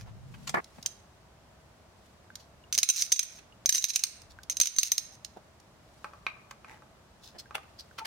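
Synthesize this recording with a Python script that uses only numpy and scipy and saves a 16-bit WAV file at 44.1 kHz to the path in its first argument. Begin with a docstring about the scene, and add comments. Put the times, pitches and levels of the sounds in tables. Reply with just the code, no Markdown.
"""A stack of metal-cored poker chips falls three times in the palm: every blow is a broadband crack plus
decaying disc modes, and sliding faces are runs of tiny blows. Before this a wooden blank is turned by hand
on a lathe: narrow-band rumble and juddering, resonant noise. Afterwards single chips are wedged between the
wood and a plastic tub: damped modes, friction noise and squeaks. Hands rustle over coloured room hiss,
with one faint rumble; a limiter ducks the whole scene, hiss included, under the clatter."""
import sys
import numpy as np
from scipy import signal
from scipy.fft import rfft, irfft, next_fast_len
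from scipy.io import wavfile
from scipy.ndimage import uniform_filter1d

SR = 44100
rng = np.random.default_rng(int(sys.argv[2]) if len(sys.argv) > 2 else 0)


def master_out(mix):
    """Clip the mix to full scale and print it as 16-bit PCM to the path in sys.argv[1]."""
    frames = np.transpose(np.atleast_2d(mix))
    ceiling = np.clip(frames, -1, 1)
    pcm = np.round(ceiling * 32767).astype(np.int16)
    wavfile.write(sys.argv[1], SR, pcm)


N = 355446  # length in samples


def amp(db):
    """Logarithmic level: decibels to linear gain."""
    return 10 ** (np.asarray(db) / 20)


def unit(x):
    """Normalization: scales to rms 1."""
    return x / np.sqrt(np.mean(x ** 2) + 1e-20)


def read(points, hz):
    """Interpolation of a table on a log-frequency axis."""
    f, value = np.transpose(points)
    return np.interp(np.log(hz + 1), np.log(f + 1), value)


def add(mix, s, sound):
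    """Superposition: adds a stereo sound at time s."""
    part = mix[:, max(round(s * SR), 0):][:, :sound.shape[1]]
    part += sound[:, :part.shape[1]]


def noise(size, gain, alike):
    """Spectral shaping: stereo noise of rms 1 with gain and left-right correlation set by frequency."""
    padded = next_fast_len(size)
    hz = np.fft.rfftfreq(padded, 1 / SR)
    a, b = rfft(rng.standard_normal((2, padded)))
    c = np.clip(alike(hz), -1, 1)
    left_right = np.array([a, c * a + np.sqrt(1 - c ** 2) * b])
    return unit(irfft(left_right * gain(hz), padded)[:, :size])


def near(hz, alike=0.17):
    """Interchannel correlation of a close source, the same at all frequencies."""
    return alike + 0 * hz


def band(low_hz, high_hz, order=3):
    """Band-pass response with soft edges."""
    def gain(hz):
        low_edge = 1 + (low_hz / (hz + 1)) ** (2 * order)
        high_edge = 1 + (hz / high_hz) ** (4 * order)
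        return 1 / np.sqrt(low_edge * high_edge)
    return gain


def ring(t, hz, db, t60, spread=0.79):
    """Modal decay: an exponentially dying sine with its own phase in each channel."""
    phase = spread * rng.standard_normal((2, 1))
    return amp(db - 60 * t / t60) * np.sin(2 * np.pi * hz * t + phase)


def ripple(hz, depth_db=4, delay=0.0033, count=10):
    """Interference: random spectral peaks and dips from touching parts; delay in s."""
    waves = np.cos(2 * np.pi * (hz[:, None] * delay * rng.random(count) + rng.random(count)))
    return amp(depth_db * unit(waves.sum(1)))


def grain(size, rough_db=4, count=60):
    """Amplitude modulation by uneven grip: random flutter smoothed over count samples."""
    flutter = unit(uniform_filter1d(rng.standard_normal(size), count))
    return unit(amp(rough_db * flutter))


# a stroke swells for this share of its length and is this many dB down at both ends
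STROKE_RISE_SHARE, STROKE_FALL_DB = .38, 21.5


def swell(t, length):
    """Gaussian envelope, a parabola in dB, of a stroke that peaks at t = 0."""
    share = np.where(t < 0, STROKE_RISE_SHARE, 1 - STROKE_RISE_SHARE)
    return -STROKE_FALL_DB * (t / (length * share)) ** 2


def strokes(rows, low_hz, skirt_db):
    """Dry friction: short strokes of noise, a main band over a faint wide skirt."""
    out = np.zeros((2, N))
    for s, length, db, high_hz in rows:
        t = np.arange(-min(s, length), 1.5 * length, 1 / SR)

        def colour(hz):
            main = band(low_hz, high_hz, order=4)(hz)
            skirt = amp(skirt_db) * band(low_hz / 3, high_hz * 2.5, order=1)(hz)
            return ripple(hz) * (main + skirt)

        rub = grain(len(t)) * noise(len(t), colour, lambda hz: near(hz, alike=.3))
        add(out, s + t[0], amp(db + swell(t, length)) * rub)
    return out


# room tone spectrum: frequency_hz [Hz], relative density_db [dB per Hz]
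ROOM_SPECTRUM = [(15, -43.5), (25, -19.5), (64, -1.5), (223, -9), (263, -13.5), (317, -12), (489, -15),
                 (607, -14), (962, -14.5), (2350, -24), (6210, -29), (16000, -44)]
# stereo width of the room tone: frequency_hz [Hz], side_minus_mid_db [dB]
ROOM_WIDTH = [(60, -19), (240, -8), (950, -4), (3770, 2), (15000, -1.5)]
HISS_DB = -58


def room_tone(drone_hz=640, drone_width_hz=55, drone_db=5):
    """Diffuse field: steady workshop hiss with a soft airy resonance; the bass is nearly mono."""
    def colour(hz):
        resonance_db = drone_db / (1 + ((hz - drone_hz) / drone_width_hz) ** 2)
        return amp(read(ROOM_SPECTRUM, hz) + resonance_db)

    def alike(hz):
        return 2 / (1 + amp(read(ROOM_WIDTH, hz)) ** 2) - 1

    return amp(HISS_DB) * noise(N, colour, alike)


RUMBLE_S, RUMBLE_LENGTH_S, RUMBLE_DB = 4.33, 0.55, -61  # between the second and third fall


def rumble(low_hz=55, high_hz=100):
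    """Band-limited noise: one faint low rumble swells and fades."""
    level = amp(RUMBLE_DB + swell(np.arange(N) / SR - RUMBLE_S, RUMBLE_LENGTH_S))
    return level * noise(N, band(low_hz, high_hz, order=4), lambda hz: near(hz, alike=.6))


# reverberation of the small room: frequency_hz [Hz], t60_s [s]
ROOM_DECAY = [(200, 1), (1200, 0.94), (2500, 0.54), (6300, 0.37), (9000, 0.4), (16000, 0.25)]


def workshop(x, early_db=-12, early_t60=.05, tail_db=-14):
    """Reverberation: quick reflections from tub and bench, then the tail of a small room."""
    t = np.arange(SR * 2 // 3) / SR
    sparse = rng.random((2, len(t))) < .15
    taps = rng.standard_normal((2, len(t))) * sparse * (t > .002)
    # each frequency of the tail decays at its own rate
    hz, when, z = signal.stft(taps * (t > .007), SR, nperseg=256)
    decay = amp(-60 * when / read(ROOM_DECAY, hz)[:, None])
    tail = signal.istft(z * decay, SR, nperseg=256)[1][:, :len(t)]
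    early = unit(taps * amp(-60 * t / early_t60))
    echo = (amp(tail_db) * unit(tail) + amp(early_db) * early) / np.sqrt(len(t))
    return x + signal.fftconvolve(x, echo, axes=1)[:, :N]


# skin and sleeves brush as the arms move: peak_s [s], length_s [s], level_db [dB]
ARM_BRUSHES = [(0.433, 0.48, -65.5), (0.807, 0.5, -68.5), (2.048, 0.28, -76), (5.996, 0.55, -72.5),
               (7.847, 0.96, -74)]
RUSTLE_DB = -77.5  # the hands are never quite still


def rustle():
    """Soft friction: a faint uneven hiss of skin and sleeves that swells with each arm movement."""
    t = np.arange(N) / SR
    moves = sum(amp(db + swell(t - s, length)) for s, length, db in ARM_BRUSHES)
    hiss = noise(N, band(1500, 6500, order=1), near) * grain(N, rough_db=2.0, count=500)
    return (amp(RUSTLE_DB) + moves) * hiss


# soft bumps of the hands: peak_s [s], length_s [s], level_db [dB]
HAND_BUMPS = [(0.787, 0.019, -44.5), (0.857, .012, -43.5), (5.37, 0.023, -45), (6.701, .3, -63.5),
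              (7.357, .05, -51), (7.555, 0.033, -52)]
BUMP_LOW_HZ, BUMP_HIGH_HZ = 115, 930


def bumps():
    """Soft contact: the hands give short bursts of low-passed noise."""
    rows = [(*row, BUMP_HIGH_HZ) for row in HAND_BUMPS]
    return strokes(rows, BUMP_LOW_HZ, skirt_db=-13)


# a chip is thumbed across the top of the stack: peak_s [s], length_s [s], level_db [dB]
CHIP_SWIPES = [(2.407, 0.08, -59), (4.309, 0.035, -53), (7.258, 0.13, -53), (7.394, .028, -37),
               (7.798, .035, -42)]
SWIPE_LOW_HZ, SWIPE_HIGH_HZ = 3910, 5600


def swipes():
    """Sliding friction: chip faces hiss in a high band."""
    rows = [(*row, SWIPE_HIGH_HZ) for row in CHIP_SWIPES]
    return strokes(rows, SWIPE_LOW_HZ, skirt_db=-16.5)


# dry scrapes on wood, a brisker one reaching higher:
# peak_s [s], length_s [s], level_db [dB], top_hz [Hz]
WOOD_SCRAPES = [(.01, 0.065, -55, 6100), (.08, 0.064, -54, 1260), (.345, 0.031, -50.5, 3000),
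                (.478, 0.019, -32, 7940), (.496, .022, -35, 7840), (.545, .012, -35, 5000),
                (3.39, .02, -48.5, 4430), (6.512, 0.011, -43.5, 6840), (6.71, .15, -52.5, 2610),
                (7.553, .022, -31.5, 3360), (7.57, .1, -50, 1300), (7.635, .025, -56.5, 2990),
                (7.989, 0.031, -40, 5530), (8.058, 0.029, -33.5, 5450)]
SCRAPE_LOW_HZ = 741


def scrapes():
    """Dry friction: scraped wood gives noise from the middle range up to each stroke's top."""
    return strokes(WOOD_SCRAPES, SCRAPE_LOW_HZ, skirt_db=-13.5)


# a chip is wedged against the plastic: peak_s [s], half_length_s [s], level_db [dB], pitch_hz [Hz]
WEDGE_SQUEAKS = [(8.024, 0.0193, -41.5, 905), (8.006, .016, -48, 1350)]


def squeaks(waver=0.023, overtone_db=-25):
    """Stick-slip oscillation: a moment of stick and slip gives a rough, wavering tone."""
    out = np.zeros((2, N))
    for s, half, db, hz in WEDGE_SQUEAKS:
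        t = np.arange(-3 * half, 3 * half, 1 / SR)
        drift = unit(uniform_filter1d(rng.standard_normal(len(t)), size=200))
        pitch = hz * (1 + waver * drift)
        phase = 2 * np.pi * np.cumsum(pitch) / SR + .5 * rng.standard_normal((2, 1))
        tone = unit(np.sin(phase) + amp(overtone_db) * np.sin(2 * phase))
        tone = tone * grain(len(t), rough_db=3.0, count=150)
        add(out, s + t[0], amp(db) * np.exp(-(t / half) ** 2) * tone)
    return out


# small hollow ticks of the handled chips: start_s [s], level_db [dB], pitch_hz [Hz]
HOLLOW_TICKS = [(2.303, -40, 1540), (2.639, -49.5, 2857), (3.524, -49, 2880), (4.388, -38, 1533),
                (7.458, -46.5, 1590), (7.912, -45.5, 1500)]


def ticks(t60=.03):
    """Impulse response: a single slip excites one damped, hollow mode."""
    out, t = np.zeros((2, N)), np.arange(SR // 10) / SR
    for s, db, hz in HOLLOW_TICKS:
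        add(out, s, ring(t, hz, db, t60))
    return out


SPIN_START_HZ, SPIN_GAIN_HZ_PER_S, SPIN_DB = 102, 105, -48.5  # the spindle speeds up
SPIN_STOP_S, SPIN_RELEASE_S = .61, 0.017


def spindle(width_hz=45):
    """Quadrature modulation: the hand-turned spindle's narrow-band rumble follows its speed."""
    t = np.arange(N) / SR

    def slow():
        return noise(N, lambda f: 1 / (1 + (f / width_hz) ** 2), near)

    turn = 2 * np.pi * np.cumsum(SPIN_START_HZ + SPIN_GAIN_HZ_PER_S * t) / SR
    turning = np.clip((SPIN_STOP_S - t) / SPIN_RELEASE_S, 0, 1)
    return amp(SPIN_DB) * turning * (slow() * np.cos(turn) + slow() * np.sin(turn))


# the blank catches and slips: start_s [s], level_db [dB] before the attack ramp
BLANK_JUDDERS = [(.541, -20.5), (0.57, -26)]
# resonances of the wooden blank: centre_hz [Hz], width_hz [Hz], relative level_db [dB]
BLANK_MODES = [(325, 320, -5.5), (707, 51, 2.5), (850, 63, -3.5), (1130, 140, 1), (1310, 220, -4.5),
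               (1720, 49, 4.5), (1980, 210, -5.5), (2260, 140, -0.5)]
JUDDER_ATTACK_S, JUDDER_FALL_DB_PER_S = 0.0031, 462


def grind(edge_hz=2050, release_s=0.0068):
    """Source and filter: each slip of the juddering blank is noise shaped by the wood's resonances."""
    t = np.arange(N) / SR
    force = 0
    for s, db in BLANK_JUDDERS:
        attack = np.clip((t - s) / JUDDER_ATTACK_S, 0, 1)
        force += amp(db - JUDDER_FALL_DB_PER_S * abs(t - s)) * attack
    turning = np.clip((SPIN_STOP_S - t) / release_s, 0, 1)

    def colour(f):
        power = sum(amp(level) ** 2 / (1 + (2 * (f - hz) / width) ** 2)
                    for hz, width, level in BLANK_MODES)
        return band(110, edge_hz, order=3)(f) * np.sqrt(power)

    rub = grain(N, rough_db=2.0) * noise(N, colour, lambda hz: near(hz, alike=0.062))
    return force * turning * rub


# crack of a hard contact: frequency_hz [Hz], relative density_db [dB per Hz]
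CRACK_SPECTRUM = [(100, -33.5), (600, -34), (1400, -18.5), (2400, -5.5), (3500, -8.5), (3950, 2),
                  (4600, -5.5), (5500, 2.5), (6600, -4), (7600, -12.5), (8900, -5.5), (11000, -15.5),
                  (13200, -15), (16000, -18)]


def crack(t, t60=0.013, snap=3.62, size=8):
    """Impulsive excitation: a contact's hard snap, then a quickly damped, dense ring."""
    hz = np.fft.rfftfreq(len(t), 1 / SR)
    blow = noise(len(t), np.ones_like, lambda f: near(f, alike=0.27)) * amp(-60 * t / t60)
    blow[:, 0] = snap
    colour = amp(read(CRACK_SPECTRUM, hz)) * ripple(hz, depth_db=3.0, delay=0.001302)
    delayed = np.roll(blow, size, axis=1)
    return irfft(rfft(delayed) * unit(colour), len(t)) * (t < t[-1] / 2)


# a chip's edge knocks on the tub and the wood in it:
# start_s [s], level_db [dB], brightness [dB per octave]
TUB_KNOCKS = [(6.0445, -27.5, -8.5), (6.135, -41.5, -13), (6.266, -24, 8.5), (6.512, -38.5, -5.5),
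              (6.646, -40.5, 0), (6.822, -47, -16), (7.509, -37.5, -11), (7.551, -35, 1), (7.987, -34, 1)]
# modes of the tub: frequency_hz [Hz], level_db [dB] at zero brightness, t60_s [s]
TUB_MODES = [(593, -32, 0.15), (847, -19.5, 0.12), (1159, -6.5, 0.037), (1257, 1, 0.019), (1522, -5, 0.02),
             (1755, -14.5, 0.032), (2205, -9, 0.035), (2410, -3, 0.032), (2480, -35, 0.31),
             (3850, -18, 0.014), (8950, -74, 0.043)]


def tub(centre_hz=1300, tick_db=-16, tick_per_bright=0.064):
    """Modal excitation: a harder knock on the tub favours the upper modes and the dry tick."""
    out, t = np.zeros((2, N)), np.arange(SR // 5) / SR
    onset = 1 - np.exp(-t / 0.00022)
    for s, db, bright in TUB_KNOCKS:
        body = 0
        for hz, level, t60 in TUB_MODES:
            body += ring(t, hz, level + bright * np.log2(hz / centre_hz), t60, spread=0.27)
        tick = amp(tick_db + tick_per_bright * bright) * crack(t, t60=0.0078)
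        add(out, s, amp(db) * (body * onset + tick))
    return out


# modes of a chip, all following the pitch of the strongest:
# nominal frequency_hz [Hz], relative level_db [dB], ring_factor [multiple of the blow's t60]
CHIP_MODES = [(3932, -20, 2), (6024, -4, 0.68), (6353, 1.5, 0.75), (8875, -15.5, 1.1), (13060, -17.5, 0.97),
              (15500, -27, .5)]
CHIP_HZ = 6350  # nominal pitch
RING_OVER_DB = 4  # disc ring over the crack in a falling blow


def click(crack_db, ring_db, hz, t60, scatter_db=3.0, detune=.012, rise=.00029, size=5120):
    """Modal synthesis: a chip's blow is a crack plus disc modes that ring as long as the grip allows."""
    t = np.arange(size) / SR
    modes = 0
    for mode_hz, db, life in CHIP_MODES:
        # the weaker modes away from the main pitch depend on where the disc is hit
        stray = rng.standard_normal(2) * (abs(mode_hz / CHIP_HZ - 1) > .06)
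        pitch = mode_hz * hz / CHIP_HZ * (1 + detune * stray[0])
        modes += ring(t, pitch, ring_db + db + scatter_db * stray[1], t60 * life, spread=0.97)
    return amp(crack_db) * crack(t) + modes * (1 - np.exp(-t / rise))


# chip faces slip and chatter over each other:
# start_s [s], end_s [s], level_db [dB] of a collision's crack before random spread
FACE_SLIDES = [(2.724, 2.76, -37.5), (2.784, 2.80, -33.5), (2.926, 2.959, -34), (2.96, 3.023, -27),
               (3.028, 3.068, -40.5), (3.296, 3.394, -58), (3.742, 3.783, -25), (3.792, 3.885, -45),
               (3.884, 3.912, -29), (3.934, 3.958, -33.5), (4.498, 4.531, -40.5), (4.616, 4.681, -35.5),
               (4.803, 4.885, -36), (5.118, 5.159, -60.5)]


def slides(ring_over_db=12, spread_db=4, hz=6230, pitch_spread=.04, t60=0.0075):
    """Micro-impacts: sliding faces make a run of tiny soft collisions, with more ring than crack."""
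    out = np.zeros((2, N))
    per_s = 420  # collisions per second
    for start, end, db in FACE_SLIDES:
        count = max(int((end - start) * per_s), 1)
        for k, (when, size, pitch) in enumerate(rng.uniform(-0.91, 1, (count, 3))):
            level = db + spread_db * size
            pitch_hz = hz * (1 + pitch_spread * pitch)
            hit = click(level, level + ring_over_db, pitch_hz, t60, size=2048)
            add(out, start + (k + .5 + .5 * when) / per_s, hit)
    return out


# a chip lands on a chip, ringing longer the looser it lies:
# start_s [s], crack_level_db [dB], ring_t60_s [s] before each mode's factor
CHIP_BLOWS = [(.643, -47.5, .005), (0.827, -44, 0.0028), (0.8607, -24, 0.027), (2.355, -37.5, 0.0085),
              (2.7264, -26, 0.018), (2.750, -27.5, 0.016), (2.7779, -20, .014), (2.7862, -12.5, 0.022),
              (2.8309, -5.5, 0.021), (2.8892, -11, 0.043), (2.8996, -7.5, 0.039), (3.0217, -14, 0.027),
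              (3.1197, -19, .02), (3.1234, -3.5, 0.036), (3.162, -24.5, 0.083), (3.1928, -10.5, 0.028),
              (3.2293, -26.5, 0.06), (3.659, -14, 0.046), (3.692, -4, 0.027), (3.7248, -15, .045),
              (3.7481, -13.5, 0.068), (3.781, -18, 0.064), (3.824, -28.5, 0.033), (3.841, -9.5, 0.022),
              (3.851, -23.5, 0.053), (3.9032, -22, 0.048), (3.959, -7.5, 0.015), (3.993, -26, .043),
              (4.037, -11, 0.019), (4.068, -34, 0.032), (4.218, -51, .005), (4.433, -47, .005),
              (4.498, -25.5, 0.042), (4.5693, -27, 0.035), (4.6007, -16.5, 0.023), (4.6126, -3, 0.048),
              (4.633, -19.5, 0.014), (4.657, -19, .016), (4.6714, -18.5, 0.029), (4.7633, -29.5, 0.064),
              (4.785, -5, 0.045), (4.8314, -11, 0.02), (4.9185, -10, 0.036), (4.980, -17.5, 0.033),
              (5.247, -36.5, 0.0057), (5.60, -57, .005)]
# a grip that shortens the ring also raises its pitch; each blow strays a little
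FREE_HZ, GRIP_HZ, GRIP_T60_S, STRAY_HZ = 6194, 287, .04, 45


def falls(neighbour_t60=.0043, pitch_spread=.046, pass_s=.001, loss_db_per_t60=-130, count=3):
    """Damped impact: the grip sets pitch and ring length of chips landing on the stack."""
    out = np.zeros((2, N))
    for s, db, t60 in CHIP_BLOWS:
        grip_hz = GRIP_HZ * np.exp(-t60 / GRIP_T60_S)
        hz = FREE_HZ + grip_hz + STRAY_HZ * rng.standard_normal()
        add(out, s, click(db, db + RING_OVER_DB, hz, t60))
        # the blow passes on to neighbours; a loose, long-ringing chip passes on less
        for k, (lag, pitch) in enumerate(rng.uniform(-1, 1, (count, 2)), 1):
            passed_db = db + k * loss_db_per_t60 * t60  # loss in dB per second of t60
            pitch_hz = hz * (1 + pitch_spread * pitch)
            passed = click(passed_db, passed_db + RING_OVER_DB, pitch_hz, neighbour_t60, size=2048)
            add(out, s + (k + .5 * lag) * pass_s, passed)
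    return out


def chips(left_db=-1.15, right_db=2.0):
    """Level panning: the stack falls and slides in the palm, a little to the right."""
    return (falls() + slides()) * amp([[left_db], [right_db]])


def scene():
    """Superposition of all sources in the workshop."""
    background = room_tone() + rumble()
    hands = rustle() + bumps() + swipes() + scrapes() + squeaks() + ticks()
    handling = workshop(hands, early_db=-11.0, early_t60=0.069, tail_db=-21.0)
    lathe = spindle() + grind()
    knocks = workshop(tub(), early_db=-5.5, early_t60=0.081, tail_db=-14.5)
    clatter = workshop(chips(), early_db=-12.5, early_t60=0.044, tail_db=-16.5)
    return background + handling + lathe + knocks + clatter


EDGE_HZ = 16100  # upper band limit


def record(dry, ceiling_db=-13, recovery_db_per_s=42, full_scale=0.3, range_db=11):
    """Dynamic compression: fast ducking with slow release, then peak rounding and a band limit."""
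    power = uniform_filter1d(dry ** 2, size=60, axis=1).max(0)
    over_db = np.clip(10 * np.log10(abs(power) + 1e-12) - ceiling_db, 0, range_db)
    # a running maximum against a ramp gives a steady release in dB
    ramp = np.arange(N) / SR * recovery_db_per_s
    duck_db = np.maximum.accumulate(over_db + ramp) - ramp
    held = dry * amp(-duck_db)
    held = held / (1 + (held / full_scale) ** 4) ** (1 / 4)
    edge = signal.firwin(255, EDGE_HZ, window=("kaiser", 8), fs=SR)
    return signal.oaconvolve(held, edge[None], "same", axes=1)


dry = scene()
out = record(dry)
master_out(out)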